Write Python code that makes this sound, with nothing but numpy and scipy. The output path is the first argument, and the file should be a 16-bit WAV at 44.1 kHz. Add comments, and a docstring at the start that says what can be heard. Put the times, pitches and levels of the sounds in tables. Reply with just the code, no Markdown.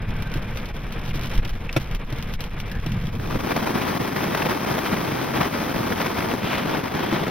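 """Storm wind tears across a camera's two-port microphone in a car with its side window open.
The airstream is noise in three layers, roar, tearing and hiss, shaken by gusts, lulls and flutter.
It arrives after about three seconds, with a low burble and pops made of short pressure pulses.
Before that the sheltered cabin booms and air rushes at the window, both made of coloured noise.
Rain is splash-shaped noise, knocks are fading panel tones with clatter, and ticks and whistles are narrow noise."""
import sys
import numpy as np
from scipy import signal
from scipy.fft import rfft, irfft, next_fast_len
from scipy.io import wavfile
from scipy.ndimage import uniform_filter1d

SR = 44100
rng = np.random.default_rng(int(sys.argv[2]) if len(sys.argv) > 2 else 0)


def transcribe(signal):
    """Save signal, clipped to [-1, 1], as a 16-bit WAV file at the path in sys.argv[1]."""
    frames = np.atleast_2d(signal).T
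    limited = np.clip(frames, -1, 1)
    pcm = np.round(limited * 32767).astype(np.int16)
    wavfile.write(sys.argv[1], SR, pcm)


N = 321930
TIME = np.arange(N) / SR
SIZE = 2 * next_fast_len(N // 2 + 8192)  # transform length, with spare room for sounds to ring out
HZ = np.fft.rfftfreq(SIZE, 1 / SR)

# slow drift of the sheltered air: start_s, window_rush_db, cabin_rumble_db
SHELTER = [(0, -40, -30), (.55, -40, -34.5), (.88, -41, -36), (1.3, -39, -31), (1.68, -43, -37.5),
           (2.3, -41.5, -33.5), (2.7, -42, -36.5), (2.9, -41.5, -27), (3.15, -43.5, -28.5)]
# colour of the airstream at the two ports: pitch_hz, level_db (per Hz), left_minus_right_db, likeness (0-1)
STREAM_COLOUR = [(25, -16, 4, 0.9), (67, -6.5, -0.5, 0.93), (135, 1.5, 2, 0.96), (288, 1.5, 1, 0.54),
                 (583, -4, 0, 0), (945, -5, 5, 0.34), (1530, -10, 1, 0.75), (2520, -14, 1, 0.88),
                 (2820, -19.5, 0.5, 1), (3200, -17.5, 0, 1), (4270, -23.5, 2.5, 0.56),
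                 (5850, -25, 3.5, 0.54), (7850, -44.5, -1.5, 0.89), (8600, -32, 3, 0.53),
                 (9200, -38.5, 1.5, 0.7), (13600, -32.5, 8, 0.03)]
# colour of the window rush: pitch_hz, level_db (per Hz), left_minus_right_db, likeness (0-1)
RUSH_COLOUR = [(90, -8, .3, 0.86), (314, -13.5, 1.2, 0.88), (490, -16.5, 6.3, 0.66), (730, -17, 1.4, 0.55),
               (1250, -19.5, 0.56, 0.77), (1830, -21, 1, 0.78), (2140, -21.5, 0.72, 0.93),
               (3460, -29, 0.81, 0.91), (4670, -43.5, 2.9, 0.36), (5850, -60, 2.7, 1), (6700, -71, .5, 1),
               (10200, -47, 1.7, .56), (14500, -65, 2.5, .3)]
# colour of the raindrops: pitch_hz, level_db (per Hz), left_minus_right_db, likeness (0-1)
DROP_COLOUR = [(300, -8, -5, 1), (1200, 3.5, -4, 0.51), (3300, 7.5, 1, 0.67), (4560, 1, 2.5, 0.35),
               (5940, 2.5, 3, 0.76), (7000, -9.5, -2, 0.94), (10300, -9.5, 3.5, 0.36), (14000, -5, 2, .3),
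               (16000, -11, 2, .3)]
# colour of the cabin's rumble: pitch_hz, level_db (per Hz)
RUMBLE_COLOUR = [(30, -13.5), (70, -5), (110, 1), (175, -2), (225, -6.5), (290, -23), (700, -54),
                 (2000, -80)]
# colour of the cabin's slow swings: pitch_hz, level_db (per Hz)
SWING_COLOUR = [(8, -3.5), (20, -1), (34, -3), (55, -9), (85, -18.5), (160, -30), (500, -99)]
# resonances of the window gap: pitch_hz, width_hz, level_db
GAP = [(480, 83, -8.5), (1562, 170, -16), (2350, 350, -10), (5250, 120, -29)]
# moments when the flow stalls: centre_s, depth_db, half_length_s
LULLS = [(.066, 6, 0.016), (.403, 3, 0.014), (.54, 4, .009), (.73, 10, 0.012), (.83, 1.5, 0.045),
         (1.128, 6, 0.006), (1.413, 13, 0.009), (1.522, 11, 0.0094), (1.594, 8, 0.01), (1.982, 8.5, 0.01),
         (2.059, 6.5, 0.019), (2.375, 11, 0.013), (2.501, 5.5, 0.024), (2.815, 5, 0.011), (3.11, 6, 0.012),
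         (3.18, 5.5, 0.011), (3.385, 6, 0.007), (3.426, 4, 0.0099), (3.536, 4, 0.008), (3.617, 4, 0.0063),
         (3.656, 5.5, .006), (3.732, 3, 0.01), (3.989, 8.5, 0.0075), (4.11, 3.5, 0.022), (4.142, 5.5, 0.01),
         (4.48, 6, 0.006), (4.592, 3, 0.027), (4.658, 9, 0.0041), (4.765, 6, 0.0049), (4.827, 2.5, .011),
         (5.288, 2, 0.027), (5.332, 6, 0.0053), (5.5, 4.5, 0.019), (5.67, 3.5, .008), (5.736, 7, 0.0051),
         (5.946, 6, 0.0071), (5.991, 2, .006), (6.137, 3, .012), (6.362, 5, 0.013), (6.4, 3.5, 0.03),
         (6.643, 3, .007), (6.826, 7.5, 0.014), (6.899, 7, 0.019), (7.107, 4, 0.0071), (7.255, 3, .008)]
# large raindrops splashing on the window frame: start_s, level_db
DROPS = [(0.2219, -36.5), (0.3153, -43), (0.338, -36), (.371, -43), (0.571, -34), (0.655, -39.5),
         (0.7642, -43), (0.922, -37.5), (1.059, -42), (1.157, -42), (1.238, -49), (1.271, -47),
         (1.296, -47), (1.3518, -41), (1.3758, -35.5), (1.448, -38.5), (1.492, -39.5), (1.7264, -37),
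         (1.815, -46), (1.872, -48), (1.9107, -42), (1.947, -35), (2.101, -43), (2.124, -39.5),
         (2.184, -41), (2.224, -37), (2.336, -35), (2.405, -32.5), (2.4384, -38.5), (2.6, -35.5),
         (2.7142, -37.5), (2.842, -48), (2.8615, -36), (2.9185, -38), (3.039, -47), (3.068, -41)]
# light ticks of hard plastic: start_s, level_db, pitch_hz, width_hz
TICKS = [(1.107, -25, 2300, 800), (1.45, -22, 2750, 1500), (1.692, -17.5, 2290, 500)]
# knocks against the door: start_s, boom_db, clatter_db
KNOCKS = [(.355, -20, -36), (1.152, -26, -41), (1.7626, -15.5, -16), (1.772, -32, -25),
          (2.124, -21.5, -35.5), (2.86, -24, -42)]
# ringing tones of the door panel: pitch_hz, level_db, fade_by_60_db_s
PANEL = [(132.6, 8.5, 0.075), (309, 8.5, 0.031), (613, 12.5, 0.017), (917, -8, 0.047), (1355, 3.5, 0.02),
         (2260, -5.5, 0.061), (2590, -5, .045), (3480, -8, 0.045), (5600, -10, .035)]
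# colour of the clattering loose trim: pitch_hz, level_db (per Hz)
CLATTER_COLOUR = [(100, -2), (350, 5.5), (600, 2), (900, -9), (1400, -6.5), (1900, -10.5), (2400, -4),
                  (3000, -12), (3550, -12), (4200, -14.5), (4700, -24), (5200, -12), (5700, -18),
                  (7200, -28), (11000, -25), (16000, -27)]
# sharp pops at the grille: peak_s, level_db
POPS = [(3.884, -16), (5.461, -14), (5.714, -14), (5.895, -14), (5.974, -13), (6.19, -14), (6.339, -8),
        (7.129, -10), (7.135, -11), (7.271, -14), (7.282, -12)]
# the cavity between the ports turns one against the other: pitch_hz, left_lead_radians
PORT_LEAD = [(300, -.15), (800, -.1), (1300, -.6), (2200, -.35), (3300, 0), (3700, .3), (4400, 1.5),
             (5100, 1.5), (5700, 2.7), (7000, 3.1), (9300, 3.4), (10000, 5.8), (14000, 6.4), (16000, 8)]
# edges whistle and hiss hoarsely: centre_s, level_db, half_length_s, pitch_hz, width_hz
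WHISTLES = [(.3, -46, 0.22, 1547, 170), (2.747, -42, 0.058, 1710, 290), (6.53, -34, 0.12, 2710, 1700),
            (6.73, -37, .04, 2910, 1400), (7.123, -41.5, 0.13, 3096, 1000)]
# gusts that strengthen the fine drops: centre_s, extra_db, half_length_s
FLURRIES = [(.33, 0, 0.065), (1.24, 9.5, 0.15), (1.79, 7.5, 0.026)]
# pressure buffets through the open window: centre_s, extra_db, half_length_s
BUFFETS = [(.118, 4, 0.056), (.373, 7, .025), (1.143, 7, 0.042), (1.385, 15, 0.045), (1.53, 6.5, 0.061),
           (1.954, 10, 0.026), (2.361, 9, 0.017), (2.788, 6, .03), (3.35, 10.5, 0.087)]
# the grille's hiss, which changes as the camera turns in the airstream: start_s, level_db
HISS = [(3.5, -46), (4.4, -46), (4.85, -45), (5.15, -46.5), (5.75, -45.5), (6.1, -46), (6.5, -48),
        (7.3, -50)]
# gusts that strike the ports: centre_s, extra_tearing_db, extra_roar_db, half_length_s
GUSTS = [(3.31, 5, 0, 0.0075), (3.356, 4, 11.5, 0.0062), (3.408, 4, -1, .006), (3.446, 4, 4, 0.007),
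         (3.512, 7, 4, 0.013), (3.566, 8.5, 6, 0.0041), (3.631, 2, 4, 0.0076), (3.674, 5.5, 5, 0.0076),
         (3.758, 4, 9, 0.0084), (3.823, 4.5, -3, 0.0075), (3.885, 5, 1, 0.016), (4.003, -0.5, 9, 0.0062),
         (4.168, 4.5, 3, 0.012), (4.236, 5.5, 3, 0.009), (4.349, 8, -4, 0.0043), (4.379, 6, -8, 0.01),
         (4.424, 5.5, 0, 0.011), (4.462, 6, 6, 0.0091), (4.506, 6.5, 4.5, 0.02), (4.71, 3, 2.5, 0.047),
         (4.787, 5, 3, 0.0083), (4.862, 5, -4, 0.015), (4.93, 3, 6.5, 0.018), (5.366, 5, 4.5, 0.024),
         (5.414, 6.5, 4, 0.0082), (5.442, 3, -1.5, 0.035), (5.761, 1, 8.5, .007), (5.798, -2, 7, 0.0094),
         (5.925, 4, 6, 0.0069), (6.012, 7, -1, 0.013), (6.065, 6.5, 4, 0.0067), (6.185, 4.5, 4, 0.0087),
         (6.314, 2.5, 1.5, 0.019), (6.534, 3, -2.5, 0.038), (6.585, 6.5, -1, 0.0054), (6.658, 1, 5, 0.011),
         (6.755, 2, 3.5, 0.033), (6.955, 2, 7, 0.0094), (7.04, 4, 4, 0.01), (7.128, 5, 4, .005),
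         (7.147, 6, 3, 0.01), (7.219, 1.5, 7, 0.01), (7.283, 2, 0, 0.0042)]

# the bands that the levels refer to: low_hz, high_hz
SWING_BAND, RUMBLE_BAND, RUSH_BAND, DROP_BAND = (18, 80), (90, 280), (600, 4000), (4000, 16000)
ROAR_BAND, TEAR_BAND, HISS_BAND, FULL_BAND = (100, 500), (700, 4000), (9000, 16000), (20, 16000)
# level of the swing between buffets, and the part of a buffet that the rumble follows
SWING_DB, BUFFET_RUMBLE_SHARE = -31, 0.14
# the microphone moves into the airstream: when it starts and how long it takes
EXPOSED_S, EXPOSING_S = 3.053, 0.54
# from then on the air sounds of the shelter die away
SHELTER_ENDS_S, RUSH_FADE_DB_PER_S, RUMBLE_FADE_DB_PER_S, SWING_FADE_DB_PER_S = 3.15, 16, 32, 41
ROAR_DB, TEAR_DB = -29.5, -30.5  # before gusts, lulls and flutter
DROP_SPLASH_S, DROP_SNAP_S = 0.006, 0.00045  # decay times
CEILING = 0.62  # peaks are rounded off towards this share of full scale
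EDGE_HZ = 15880  # upper limit of the sound


def gain_of(db):
    """Turns decibels into amplitude."""
    return 10 ** (np.asarray(db) / 20)


def read(points):
    """Reads each column of a colour table at every frequency, on a log-frequency axis."""
    hz, *columns = np.transpose(points)
    return [np.interp(np.log(HZ + 1), np.log(hz), column) for column in columns]


def follow(rows):
    """Reads each column of a time table at every sample."""
    s, *columns = np.transpose(rows)
    return [np.interp(TIME, s, column) for column in columns]


def bumps(rows):
    """Adds up brief bell-shaped changes of level, in dB."""
    return sum(db * np.exp(-((TIME - s) / half) ** 2) for s, db, half in rows)


def gust_bumps():
    """Gives the changes that the gusts make to the tearing and to the roar, in dB."""
    tear_db = bumps((s, tear, half) for s, tear, _, half in GUSTS)
    roar_db = bumps((s, roar, half) for s, _, roar, half in GUSTS)
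    return tear_db, roar_db


def exposure():
    """Rises steadily from 0 to 1 as the microphone moves into the airstream."""
    return np.clip((TIME - EXPOSED_S) / EXPOSING_S, 0, 1)


def fading(db_per_s):
    """Gives the level that a sheltered sound loses once the microphone is out in the wind, in dB."""
    return db_per_s * np.maximum(TIME - SHELTER_ENDS_S, 0)


def add(mix, s, sound):
    """Mixes a sound in at a time, cutting it off at the end."""
    part = mix[..., round(s * SR):][..., :sound.shape[-1]]
    part += sound[..., :part.shape[-1]]


def wander(slow_hz, fast_hz):
    """Makes turbulence of unit size, with about equal power per octave between two rates."""
    shape = HZ / (HZ ** 2 + slow_hz ** 2) ** (3 / 4) / (1 + (HZ / fast_hz) ** 2)
    x = irfft(rfft(rng.standard_normal(SIZE)) * shape)[:N]
    return x / x.std()


def causal(db):
    """Gives the response of a body that has this gain and rings only after it is struck."""
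    log_gain = np.log(gain_of(db))
    circle = np.concatenate([log_gain, log_gain[-2:0:-1]])  # mirrored into the negative frequencies
    return np.exp(np.conj(signal.hilbert(circle)))[:len(HZ)]


def band_gain(power, band):
    """Gives the average (rms) level of unit white noise in a band after this power response."""
    low_hz, high_hz = band
    return np.sqrt(np.mean(power * (HZ > low_hz) * (HZ < high_hz)))


def coloured(x, colour, band):
    """Filters a sound to a colour so that unit white noise keeps unit level in a band."""
    response = causal(read(colour)[0])
    return irfft(rfft(x, SIZE) * response / band_gain(abs(response) ** 2, band))[..., :N]


def ports(pair, colour, band):
    """Mixes two separate noises in the cavity behind the grille, at unit gain in a band."""
    db, balance_db, like = read(colour)
    like, lead = np.clip(like, 0, 1), read(PORT_LEAD)[0]
    # the common part is alike at both ports; the opposed part has opposite signs
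    common = np.sqrt((1 + like) / 2) * np.ones((2, 1))
    opposed = np.sqrt((1 - like) / 2) * np.array([[1], [-1]])
    share = gain_of([balance_db / 2, -balance_db / 2])
    share = share / np.linalg.norm(share, axis=0)
    response = causal(db) * share * np.exp([0 * lead, -1j * lead])
    power = abs((response * common).mean(0)) ** 2 + abs((response * opposed).mean(0)) ** 2
    left, right = rfft(pair, SIZE)
    mixed = (common * (left + right) + opposed * (left - right)) / np.sqrt(2)
    return irfft(response * mixed)[:, :N] / band_gain(power, band)


def eddies(depth_db, slow_hz, fast_hz):
    """Makes noise at each port that swells and collapses with that port's own eddies."""
    swell = gain_of(depth_db * np.array([wander(slow_hz, fast_hz), wander(slow_hz, fast_hz)]))
    return swell / np.sqrt(np.mean(swell ** 2)) * rng.standard_normal((2, N))


def narrow(hz, width_hz):
    """Makes noise of unit level in one fixed resonance."""
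    x = signal.lfilter(*signal.iirpeak(hz, hz / width_hz, SR), rng.standard_normal(N))
    return x / x.std()


def drifting(hz, width_hz, octaves, slow_hz, fast_hz):
    """Makes noise of unit level in a resonance whose centre wanders."""
    turns = np.cumsum(hz * 2 ** (octaves * wander(slow_hz, fast_hz))) / SR
    shape = 1 / (1 + (2 * HZ / width_hz) ** 2)
    a, b = irfft(rfft(rng.standard_normal((2, SIZE))) * shape)[:, :N]
    x = a * np.cos(2 * np.pi * turns) + b * np.sin(2 * np.pi * turns)
    return x / x.std()


def cabin():
    """The air in the car booms in lumps and swings slowly with each buffet, alike at both ports."""
    buffet_db = bumps(BUFFETS)
    rumble_db = follow(SHELTER)[1] + BUFFET_RUMBLE_SHARE * buffet_db - bumps(LULLS)
    rumble_db = rumble_db - fading(RUMBLE_FADE_DB_PER_S) + wander(slow_hz=8.2, fast_hz=25)
    swing_db = SWING_DB + buffet_db - fading(SWING_FADE_DB_PER_S)
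    rumble = coloured(rng.standard_normal(N), RUMBLE_COLOUR, RUMBLE_BAND)
    swing = coloured(rng.standard_normal(N), SWING_COLOUR, SWING_BAND)
    swing /= np.sqrt(uniform_filter1d(swing ** 2, size=4000))  # evens out its own ups and downs
    return gain_of(rumble_db) * rumble + gain_of(swing_db) * swing


def window_rush(flutter_db=1.65, stream_db=-0.2):
    """Air shears off the window edge, now and then stalling, and stirs the hollow resonances of the gap."""
    rush_db = follow(SHELTER)[0] - bumps(LULLS) - fading(RUSH_FADE_DB_PER_S)
    force = gain_of(rush_db + flutter_db * wander(slow_hz=6.3, fast_hz=32.2))
    hollow = 0
    for hz, width_hz, db in GAP:
        hollow = hollow + gain_of(db) * drifting(hz, width_hz, octaves=0.02896, slow_hz=2.38, fast_hz=11.8)
    drive = rng.standard_normal((2, N)) * force * gain_of(stream_db)
    return ports(drive, RUSH_COLOUR, RUSH_BAND) + force * hollow


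def whistles():
    """For a moment the flow locks into an airy note, made of narrow noise that wavers in pitch."""
    out = 0
    for s, db, half_s, hz, width_hz in WHISTLES:
        swell = np.exp(-((TIME - s) / half_s) ** 2)
        out = out + gain_of(db) * swell * drifting(hz, width_hz, octaves=0.0206, slow_hz=6.1, fast_hz=25)
    return out


def rain(per_s=170, fine_db=-62, large_db=-8.5, rise_s=0.0012, spray_s=0.028, spray_db=-12,
         snap_db=4, snap_at_s=0.0022):
    """Each drop bursts with a dry snap and scatters into spray; fine drops fall at random times."""
    t = np.arange(SR // 8) / SR
    decay = np.exp(-t / DROP_SPLASH_S) + gain_of(spray_db) * np.exp(-t / spray_s)
    splash = (1 - np.exp(-t / rise_s)) * decay
    snap = gain_of(snap_db) * np.exp(-abs(t - snap_at_s) / DROP_SNAP_S)
    splash = splash / splash.max() + snap
    size_db = fine_db + bumps(FLURRIES) + 2.0 * np.minimum(rng.exponential(1, N), 3)
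    hits = gain_of(size_db) * (rng.random(N) < per_s / SR)
    for s, db in DROPS:
        add(hits, s, gain_of([db + large_db]))
    # overlapping drops add as power
    envelope = np.sqrt(abs(signal.fftconvolve(hits ** 2, splash ** 2)[:N]))
    envelope = envelope / gain_of(bumps(LULLS))
    return ports(envelope * eddies(depth_db=1.5, slow_hz=350, fast_hz=1800), DROP_COLOUR, DROP_BAND)


def ticks(rise_s=0.0019, decay_s=0.0045):
    """Small plastic parts tick with one well damped ring, made of a burst of narrow noise."""
    t, out = np.arange(SR // 20) / SR, np.zeros(N)
    envelope = (1 - np.exp(-t / rise_s)) * np.exp(-t / decay_s)
    for s, db, hz, width_hz in TICKS:
        ring = signal.lfilter(*signal.iirpeak(hz, 2, SR), narrow(hz, width_hz)[-len(t):])
        add(out, s, gain_of(db) * ring * envelope)
    return out


def knocks(hold_s=0.0084, dulling=0.71, swell_s=0.0023, swell_cycles=0.49):
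    """A blow clatters briefly and leaves the door panel booming; its high tones speak first."""
    t = np.arange(SR // 4) / SR
    boom, drive = np.zeros((2, N)), np.zeros(N)
    contact = (1 - np.exp(-t / 0.0047)) * (np.exp(-(t / hold_s) ** 2) + 0.15 * np.exp(-t / 0.0087))
    for s, boom_db, clatter_db in KNOCKS:
        # per octave above the second tone: the less clatter against boom, the duller the ring
        tilt_db = dulling * min(clatter_db - boom_db, 0)
        for k, (hz, db, t60_s) in enumerate(PANEL):
            level_db = boom_db + db + tilt_db * max(np.log2(hz / PANEL[1][0]), 0)
            swell = 1 - np.exp(-(t / (swell_s + swell_cycles / hz)) ** 2)
            tone = gain_of(level_db - 60 * t / t60_s) * np.sin(2 * np.pi * hz * t)
            add(boom, s, (-1) ** k * tone * swell)
        add(drive, s, gain_of(clatter_db) * contact)
    # partly shared by the ports, partly separate
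    grit = rng.standard_normal(N) + 1.23 * rng.standard_normal((2, N))
    return boom + coloured(drive * grit, CLATTER_COLOUR, FULL_BAND)


def pops(spike_s=0.00008, push_s=0.0005):
    """A pop is a pointed pressure spike and a short push behind it, stronger at the left port."""
    t, out = np.arange(-SR // 500, SR // 100) / SR, np.zeros(N)
    after = np.maximum(t, 0) / push_s
    push = after * (1 - after / 2) * np.exp(1 - after)
    pulse = np.exp(-abs(t) / spike_s) + push
    for s, db in POPS:
        add(out, s + t[0], gain_of(db) * pulse)
    return out * gain_of([[1.5], [-2]])  # left, right


def vortices(centre_hz=225, width_hz=130, level_db=-34, gust_share=0.5):
    """Vortices tumble off the camera body: a low burble slides in pitch and surges with the gusts."""
    surge_db = gust_share * gust_bumps()[1] - bumps(LULLS) + 0.47 * wander(slow_hz=10, fast_hz=40)
    burble = drifting(centre_hz, width_hz, octaves=0.33, slow_hz=6.95, fast_hz=28.1)
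    return gain_of(level_db + surge_db) * exposure() * burble


def airstream(roar_hz=550, hiss_hz=6500, flutter_limit_db=3.0, hiss_share=0.71, roar_onset_power=0.6,
              rattle_db=1.15):
    """Large eddies roar, smaller ones tear and the grille hisses, sharing gust times, lulls and flutter."""
    gust_tear_db, gust_roar_db = gust_bumps()
    calm = gain_of(-2 * abs(gust_tear_db))  # the flow flutters between gusts and holds firm within them
    flutter_db = calm * flutter_limit_db * np.tanh(wander(slow_hz=16, fast_hz=35) / 2) - bumps(LULLS)
    flutter_db = flutter_db + rattle_db * wander(slow_hz=60, fast_hz=200)  # quick eddies shake all layers
    tear_db = flutter_db + gust_tear_db
    roar_db = flutter_db + gust_roar_db
    hiss_db = hiss_share * tear_db + follow(HISS)[0]
    exposed = exposure()

    roar = eddies(depth_db=2.0, slow_hz=22.6, fast_hz=181) * exposed ** roar_onset_power
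    tear = eddies(depth_db=2.0, slow_hz=35.3, fast_hz=352) * exposed
    hiss = eddies(depth_db=0.3, slow_hz=35, fast_hz=350) * exposed
    # how the three layers share the power at each frequency
    low = 1 / (1 + (HZ / roar_hz) ** 4)
    high = 1 - 1 / (1 + (HZ / hiss_hz) ** 6)
    layers = [(roar, ROAR_DB + roar_db, low, ROAR_BAND),
              (tear, TEAR_DB + tear_db, 1 - low - high, TEAR_BAND),
              (hiss, hiss_db, high, HISS_BAND)]
    out = 0
    for drive, db, share, band in layers:
        sound = ports(drive * gain_of(db), STREAM_COLOUR, band)
        out = out + irfft(rfft(sound, SIZE) * np.sqrt(abs(share)))[:, :N]
    return out


def scene():
    """Mixes the sheltered sounds with the open airstream that takes over."""
    sheltered = cabin() + window_rush() + whistles() + rain() + ticks() + knocks()
    return sheltered + pops() + vortices() + airstream()


def record(dry):
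    """Rounds off the highest peaks, then removes the sound above the upper limit."""
    rounded = dry / (1 + (dry / CEILING) ** 6) ** (1 / 6)
    lowpass = signal.firwin(511, EDGE_HZ, window=("kaiser", 9), fs=SR)
    return signal.oaconvolve(rounded, lowpass[None], "same")


dry = scene()
out = record(dry)
transcribe(out)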